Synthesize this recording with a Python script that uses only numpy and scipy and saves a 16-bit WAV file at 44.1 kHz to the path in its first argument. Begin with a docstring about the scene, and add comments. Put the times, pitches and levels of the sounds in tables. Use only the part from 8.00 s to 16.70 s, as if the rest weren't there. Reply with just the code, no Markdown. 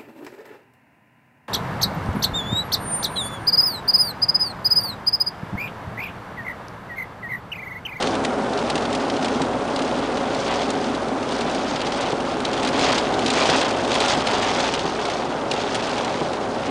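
"""Inside a car in a storm, dense rain drums on the roof and rings the cabin: shaped noise from random drops,
passed through resonances. Gusts throw crackling spray and big drops, short two-band noise bursts, against
the glass. The wipers thud at each turn, as struck resonances. The engine idles and revs once, as two
gliding sines, under a steady hum."""
import sys
import numpy as np
from scipy import signal
from scipy.fft import rfft, irfft
from scipy.io import wavfile
from scipy.ndimage import uniform_filter1d

SR = 44100
rng = np.random.default_rng(int(sys.argv[2]) if len(sys.argv) > 2 else 0)


def decibels_to_gain(level_db):
    """Convert a level in decibels to a linear amplitude gain (20 dB per decade)."""
    exponent = np.asarray(level_db, float) / 20
    return 10 ** exponent


def wav_record(signal):
    """Record a signal, one row per channel, as 16-bit PCM in the file named by sys.argv[1]."""
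    frames = np.transpose(np.atleast_2d(signal))
    bounded = np.clip(frames, -1, 1)
    # unit amplitude maps onto the largest positive 16-bit level
    quanta = np.round(bounded * 32767).astype(np.int16)
    wavfile.write(sys.argv[1], SR, quanta)


N = 383669
TIME = np.arange(N) / SR


def level(x, db):
    """Root-mean-square scaling to a level in dB."""
    return x * decibels_to_gain(db) / np.sqrt(np.mean(x ** 2))


def colour(x, points):
    """Minimum-phase filtering: a folded cepstrum gives a causal filter whose gain follows (Hz, dB) points."""
    hz, db = np.transpose(points)
    grid = np.linspace(1, SR / 2, 2049)
    log_gain = np.interp(np.log(grid), np.log(hz), db) * np.log(10) / 20
    cepstrum = irfft(log_gain)
    cepstrum[1:2048] *= 2
    cepstrum[2049:] = 0
    impulse = irfft(np.exp(rfft(cepstrum)))
    return signal.fftconvolve(x, impulse)[:len(x)]


def ring(x, modes):
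    """Modal superposition: a sum of resonances (Hz, width Hz, gain dB at the centre)."""
    return sum(decibels_to_gain(db) * signal.lfilter(*signal.iirpeak(hz, hz / width, SR), x) for hz, width, db in modes)


def split(x, hz):
    """Crossover filtering: lows and highs either side of one frequency."""
    return [signal.sosfilt(signal.butter(2, hz, kind, fs=SR, output="sos"), x) for kind in ("low", "high")]


def walk(rate):
    """Random modulation: levels held 1 / rate s and slewed twice, with a spread near 1."""
    k = int(SR / rate)
    steps = np.repeat(rng.standard_normal(N // k + 1), k)
    return 1.3 * uniform_filter1d(uniform_filter1d(steps, k), k)[:N]


def patter(rate, scatter_db, t60, biggest=4):
    """Shot noise: drops land at random, a few larger, each a burst of noise that decays 60 dB in t60 s."""
    lands = rng.random(N) < rate / SR
    size = np.minimum(rng.exponential(size=N), biggest)  # drops break up beyond a size
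    power = lands * decibels_to_gain(scatter_db * size) ** 2
    decay = np.exp(-2 * np.log(1000) / (t60 * SR))
    power = signal.lfilter([1], [1, -decay], power)
    return np.sqrt(power) * rng.standard_normal(N)


# Engine speed through one rev. Each row: time in seconds, firing rate in Hz.
ENGINE_SPEED = [(0.0, 30.68), (3.5, 31.38), (5.01, 44.2), (5.4, 49.85), (5.77, 47.6), (6.4, 33.7),
                (6.93, 30.3), (8.7, 30.2)]
IDLE_DB, COAST_DB, OCTAVE_DB = -59.5, -61, -57.5
LOAD_DB_PER_HZ, LIFT_S = 1.0, 5.15  # gain with speed while the throttle is open; when it closes
HUM_HZ, HUM_DB = 60.3, -48.5


def engine():
    """Periodic excitation: firing tone and octave come through the floor; a faint hum of fixed pitch wavers."""
    hz = np.interp(TIME, *np.transpose(ENGINE_SPEED))
    db = np.where(TIME < LIFT_S, IDLE_DB + LOAD_DB_PER_HZ * (hz - hz[0]), COAST_DB)
    db = uniform_filter1d(db, size=SR // 8) + 2.5 * walk(2.6)
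    phase = 2 * np.pi * np.cumsum(hz) / SR
    firing = decibels_to_gain(db) * np.sin(phase) + decibels_to_gain(OCTAVE_DB) * np.sin(2 * phase)
    hum = decibels_to_gain(HUM_DB + 0.7 * walk(1.5)) * np.sin(2 * np.pi * HUM_HZ * TIME)
    return np.sqrt(2) * (firing + hum)  # sine levels are rms


# Resonances of the cowl. Each row: frequency in Hz, width in Hz, relative gain in dB.
COWL = [(162.5, 20, -2), (420, 34, 8.5), (780, 430, -4)]
# Successive landings of the blades at rest. Each entry: peak level of a single thud in dB.
REST_DB = [-11.5, -9, -14, -11.5, -9.5, -12, -9]
TOP_DB = -17  # every turn at the top
START_S, CYCLE_S, UP_S = 0.042, 1.362, 0.687  # first landing at rest, up and down, rest to top turn


def wipers():
    """Impact excitation: reversing blades strike a soft blow and rebound through the cowl, harder at rest."""
    push = np.zeros(SR // 4)
    push[[0, int(0.006 * SR)]] = decibels_to_gain(0.5), 1  # blow, then rebound 6 ms later
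    contact = np.hanning(int(0.00089 * SR))
    thud = ring(np.convolve(push, contact)[:len(push)], COWL)
    blows = np.zeros(N + SR)
    rest_s = START_S + CYCLE_S * np.arange(len(REST_DB))
    blows[(rest_s * SR).astype(int)] = decibels_to_gain(np.array(REST_DB))
    blows[((rest_s + UP_S) * SR).astype(int)] = decibels_to_gain(TOP_DB)
    return signal.fftconvolve(blows, thud / np.abs(thud).max())[:N]


# The biggest drops on the glass. Each row: start in seconds, level in dB, initial treble in dB above that level.
BIG_DROPS = [(0.0237, -20, -12), (0.0417, -30, -12), (0.07, -24.5, -12), (0.0901, -45, 0),
             (0.151, -27.5, -10), (0.2378, -34, -2), (0.248, -20.5, -9), (0.532, -30, -13),
             (0.574, -28, -22), (0.589, -29.5, -20), (0.6987, -21.5, -10), (0.7544, -22.5, -10),
             (0.7773, -26, -16), (0.822, -32, -16), (0.8524, -26.5, -26), (0.9025, -36, -7),
             (0.9274, -26, -8), (0.949, -24.5, -9), (1.048, -35, -13), (1.0983, -25, -33),
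             (1.165, -28, -22), (1.225, -27.5, -16), (1.245, -24, -12), (1.255, -26.5, -12),
             (1.2815, -27, -16), (1.339, -39, -13), (1.4163, -24, -10), (1.7605, -24.5, -19),
             (1.7897, -28, -14), (1.8203, -29, -13), (1.877, -32, -15), (2.1704, -27.5, -24),
             (2.3466, -27.5, -13), (2.4777, -28, -19), (2.5112, -29, -13), (2.538, -33, -9),
             (2.6159, -26, -16), (2.703, -27.5, 1.5), (2.841, -29.5, -15), (2.948, -28.5, -18),
             (3.0819, -33, -18), (3.227, -30, -16), (3.2889, -30, -21), (3.3079, -33, -12),
             (3.3209, -27, -14), (3.408, -26, -10), (3.497, -31, -12), (3.5114, -34, 1), (3.546, -27.5, -7),
             (3.7594, -25, -24), (3.804, -29, -20), (3.8146, -25.5, -18), (3.8663, -26, -25),
             (3.92, -26.5, -28), (3.9724, -28, -13), (4.008, -29.5, -5), (4.119, -29, -14),
             (4.203, -30.5, -22), (4.4014, -28.5, -9), (4.4495, -20, -31), (4.53, -25.5, -17),
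             (4.5523, -38, -16), (4.575, -27, -19), (4.5977, -31, -17), (4.6297, -24.5, -11),
             (4.6477, -22.5, -10), (4.673, -22.5, -11), (4.6864, -26, -8), (4.793, -23, -15),
             (4.81, -21.5, -16), (4.887, -32, -15), (4.98, -20, -16), (5.139, -26.5, -24),
             (5.191, -24.5, -13), (5.2608, -19, -14), (5.28, -22, -26), (5.3013, -18.5, -9),
             (5.335, -25.5, -2), (5.3715, -26, -12), (5.4555, -27, -14), (5.497, -17.5, -35),
             (5.5633, -24, -6), (5.613, -22.5, -8.0), (5.6288, -26, -13), (5.7084, -26, -10),
             (5.7703, -37, -16), (5.8466, -29, -19), (5.875, -28, -10), (5.915, -23, -20), (5.941, -23, -8),
             (5.9507, -19.5, -13), (6.003, -18, -10), (6.059, -23, -6.5), (6.083, -28, -6),
             (6.1476, -27, -14), (6.205, -25.5, -20), (6.2686, -18.5, -17), (6.311, -23, -11),
             (6.424, -27, -14), (6.535, -39, -15), (6.5747, -37, -11), (6.6014, -22, -19),
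             (6.641, -25, -20), (6.7375, -21, -9), (6.7915, -25, -10), (7.0518, -26, -15),
             (7.0983, -27, -11), (7.5122, -19, -15), (7.5363, -28, -9), (7.7452, -24, -5),
             (7.752, -21.5, -10), (7.892, -30, -7), (7.9792, -26, -9), (8.046, -27, -10.0),
             (8.331, -29.5, -21)]
BODY_HZ, TREBLE_HZ = (2030, 4860), (4440, 7700)  # band edges
HOLD_S, T60_S = 0.0031, 0.034  # splash holds, then decays; T60 is that of a -28 dB drop
CRACKLE_PER_S, CRACKLE_DB = 1500.0, 2.5  # a splash breaks into uneven droplets
ONSET_DB, ONSET_S = 1, 0.001  # added at the first instant, which steepens the rise


def big_drops():
    """Transient decay: each drop strikes and splashes; bigger ones last longer, treble dies first."""
    t = np.arange(SR // 8) / SR
    noise, grain = rng.standard_normal((len(BIG_DROPS), 2, len(t))).transpose(1, 0, 2)
    k = int(SR / CRACKLE_PER_S)
    droplets = np.repeat(np.tanh(grain[:, ::k]), k, axis=1)[:, :len(t)]
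    noise = noise * decibels_to_gain(CRACKLE_DB * droplets)
    body, treble = (level(signal.sosfilt(signal.butter(2, hz, "band", fs=SR, output="sos"), noise), 0)
                    for hz in (BODY_HZ, TREBLE_HZ))
    out = np.zeros(N + len(t))
    for (s, db, treble_db), low, high in zip(BIG_DROPS, body, treble):
        t60 = T60_S * decibels_to_gain(0.21 * (db + 28))
        spread = (1 - np.exp(-t / 0.001)) * decibels_to_gain(-60 * np.maximum(t - HOLD_S, 0) / t60)
        spread = spread * (1 + decibels_to_gain(ONSET_DB) * np.exp(-t / ONSET_S))
        # give every splash the same energy in each band before its own level
        low, high = (x * np.linalg.norm(spread) / np.linalg.norm(spread * x) for x in (low, high))
        splash = low + decibels_to_gain(treble_db - 35 * t / t60) * high
        out[int(s * SR):][:len(t)] += decibels_to_gain(db) * spread * splash
    return out[:N]


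# Resonances of cabin and panels, rung by spray and by rain.
# Each row: frequency in Hz, width in Hz, relative gain in dB.
CABIN_MODES = [(359, 36, 8), (415.4, 21, 15.5), (550, 41, 13), (628, 64, 4.5), (731, 21, 12),
               (808, 10, -7.5), (985, 43, -5.5), (1250, 28, -21), (1395, 46, -23)]
# Wind-driven spray on the glass. Each row: time in seconds, gain in dB.
GUSTS = [(0.0, -30.5), (0.22, -42.5), (1.0, -38), (1.26, -37.5), (1.6, -41.5), (1.8, -37.5), (2.2, -37.5),
         (2.52, -31.5), (2.7, -35.5), (3.14, -44), (3.36, -33), (3.6, -35.5), (3.72, -35), (3.95, -34.5),
         (4.1, -32.5), (4.2, -38.5), (4.42, -35.5), (4.72, -32.5), (4.84, -23.5), (4.98, -28),
         (5.03, -32.5), (5.2, -37.5), (5.32, -28), (5.4, -24.5), (5.481, -23), (5.62, -24), (5.72, -32),
         (5.86, -33.5), (5.94, -25.5), (6.04, -25), (6.13, -28.5), (6.24, -32), (6.34, -27.5), (6.62, -27),
         (6.94, -34), (7.14, -33), (7.28, -39), (7.46, -40.5), (7.56, -33), (8.08, -31.5), (8.48, -43),
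         (8.7, -34.5)]
# Colour of spray on glass. Each row: frequency in Hz, relative gain in dB.
GLASS_COLOUR = [(200, -9.5), (700, 11), (1500, 2.5), (2200, 2), (3400, 4.5), (5000, -6), (7000, -12.5),
                (10000, -27)]
# Bands of fine mist. Each entry: centre frequency in Hz.
MIST_BANDS = [5050, 6310, 8300]
FLUTTER_DB, FLUTTER_PER_S = 1.0, 20  # the spray comes in uneven handfuls
FLICKER_DB, FLICKER_PER_S = 2, 37  # each band of mist flickers alone


def spray():
    """Amplitude modulation: gusts swell crackling spray, flickering mist and ticks of middling drops."""
    s, gust_db = np.transpose(GUSTS)
    gust_db = np.interp(TIME, s, gust_db) + FLUTTER_DB * walk(FLUTTER_PER_S)
    coarse = level(split(patter(500.0, 2.4, 0.03, 3), 3000)[0], -3.5)
    fine = patter(300.0, 0.89, 0.028)
    mist = sum(ring(fine, [(hz, hz / 4, 0)]) * decibels_to_gain(FLICKER_DB * walk(FLICKER_PER_S)) for hz in MIST_BANDS)
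    mist = level(split(mist, 3960)[1], 2.78)
    # in strong gusts the sheet of water swallows the single ticks
    ticks = level(patter(200.0, 3.5, 0.018, 2.5), 0) * decibels_to_gain(-0.15 * (gust_db - gust_db.mean()))
    on_glass = level(colour(coarse + mist + ticks, GLASS_COLOUR), 3.48)
    cabin = level(ring(patter(1800.0, 1.0, 0.02), CABIN_MODES), -16)  # gusts also ring the cabin
    return decibels_to_gain(gust_db) * (on_glass + cabin)


# Rain on the body. Each row: time in seconds, drumming gain in dB, cabin boom in dB above that gain.
RAIN_LEVELS = [(0.0, -25.5, -5), (0.8, -26.5, -2.5), (3.6, -27.5, -2.5), (4.0, -27, -8.5), (4.4, -27, -4.5),
               (4.85, -25, -3.5), (6.6, -25.5, -9), (6.8, -27, -12.5), (8.7, -27.5, -6)]
# Colour of drumming on the roof. Each row: frequency in Hz, relative gain in dB.
ROOF_COLOUR = [(20, -40.5), (80, -32.5), (200, -10), (500, -6.5), (850, -8), (1000, -12), (1500, -15.5),
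               (1700, -22.5), (3000, -34), (6000, -50), (10000, -99)]
# Boom of the cabin air. Each row: frequency in Hz, width in Hz, relative gain in dB.
BOOM_MODES = [(240.6, 30, -1.2), (264.2, 17, 0.57)]
# Rumble of the floor. Each row: frequency in Hz, width in Hz, relative gain in dB.
FLOOR_MODES = [(107.3, 15, -2.5), (126.4, 45, -2.5), (149.5, 14, -4.5)]


def roof():
    """Resonance: countless drops merge into a roar; panels, cabin air and floor pick out their own notes."""
    s, *columns = np.transpose(RAIN_LEVELS)
    drum_db, boom_db = (np.interp(TIME, s, column) for column in columns)
    drops = patter(5000.0, 0.77, 0.011)
    drumming = level(colour(drops, ROOF_COLOUR), 0.17)
    notes = split(ring(patter(5000.0, 1.0, 0.013), CABIN_MODES), 150)[1]
    notes = level(notes, -2.5) * decibels_to_gain(0.28 * (boom_db - boom_db.mean()))  # partly follow the boom
    boom = ring(ring(patter(3400.0, 0.88, 0.021), BOOM_MODES), [(258, 200, 0)])
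    boom = decibels_to_gain(boom_db) * level(boom, 0)
    rumble = ring(ring(patter(2800.0, 0.91, 0.019), FLOOR_MODES), [(137, 170, 0)])
    rumble = level(rumble, -14)
    return decibels_to_gain(drum_db) * (drumming + notes + boom + rumble)


def scene():
    """Linear superposition: all sources add at one microphone in the cabin."""
    return (roof() + spray() + big_drops() + wipers() + engine())[None]


def top_cut(x):
    """Nothing passes above the cut-off."""
    return signal.sosfilt(signal.butter(12, 11000, fs=SR, output="sos"), x)


def record(dry):
    """Band limiting: the camera cuts the top steeply with an elliptic low-pass at 10032 Hz."""
    cut = signal.sosfilt(signal.ellip(11, 0.3, 50, 10032, fs=SR, output="sos"), dry)
    return top_cut(cut)


dry = scene()
out = record(dry)
wav_record(out)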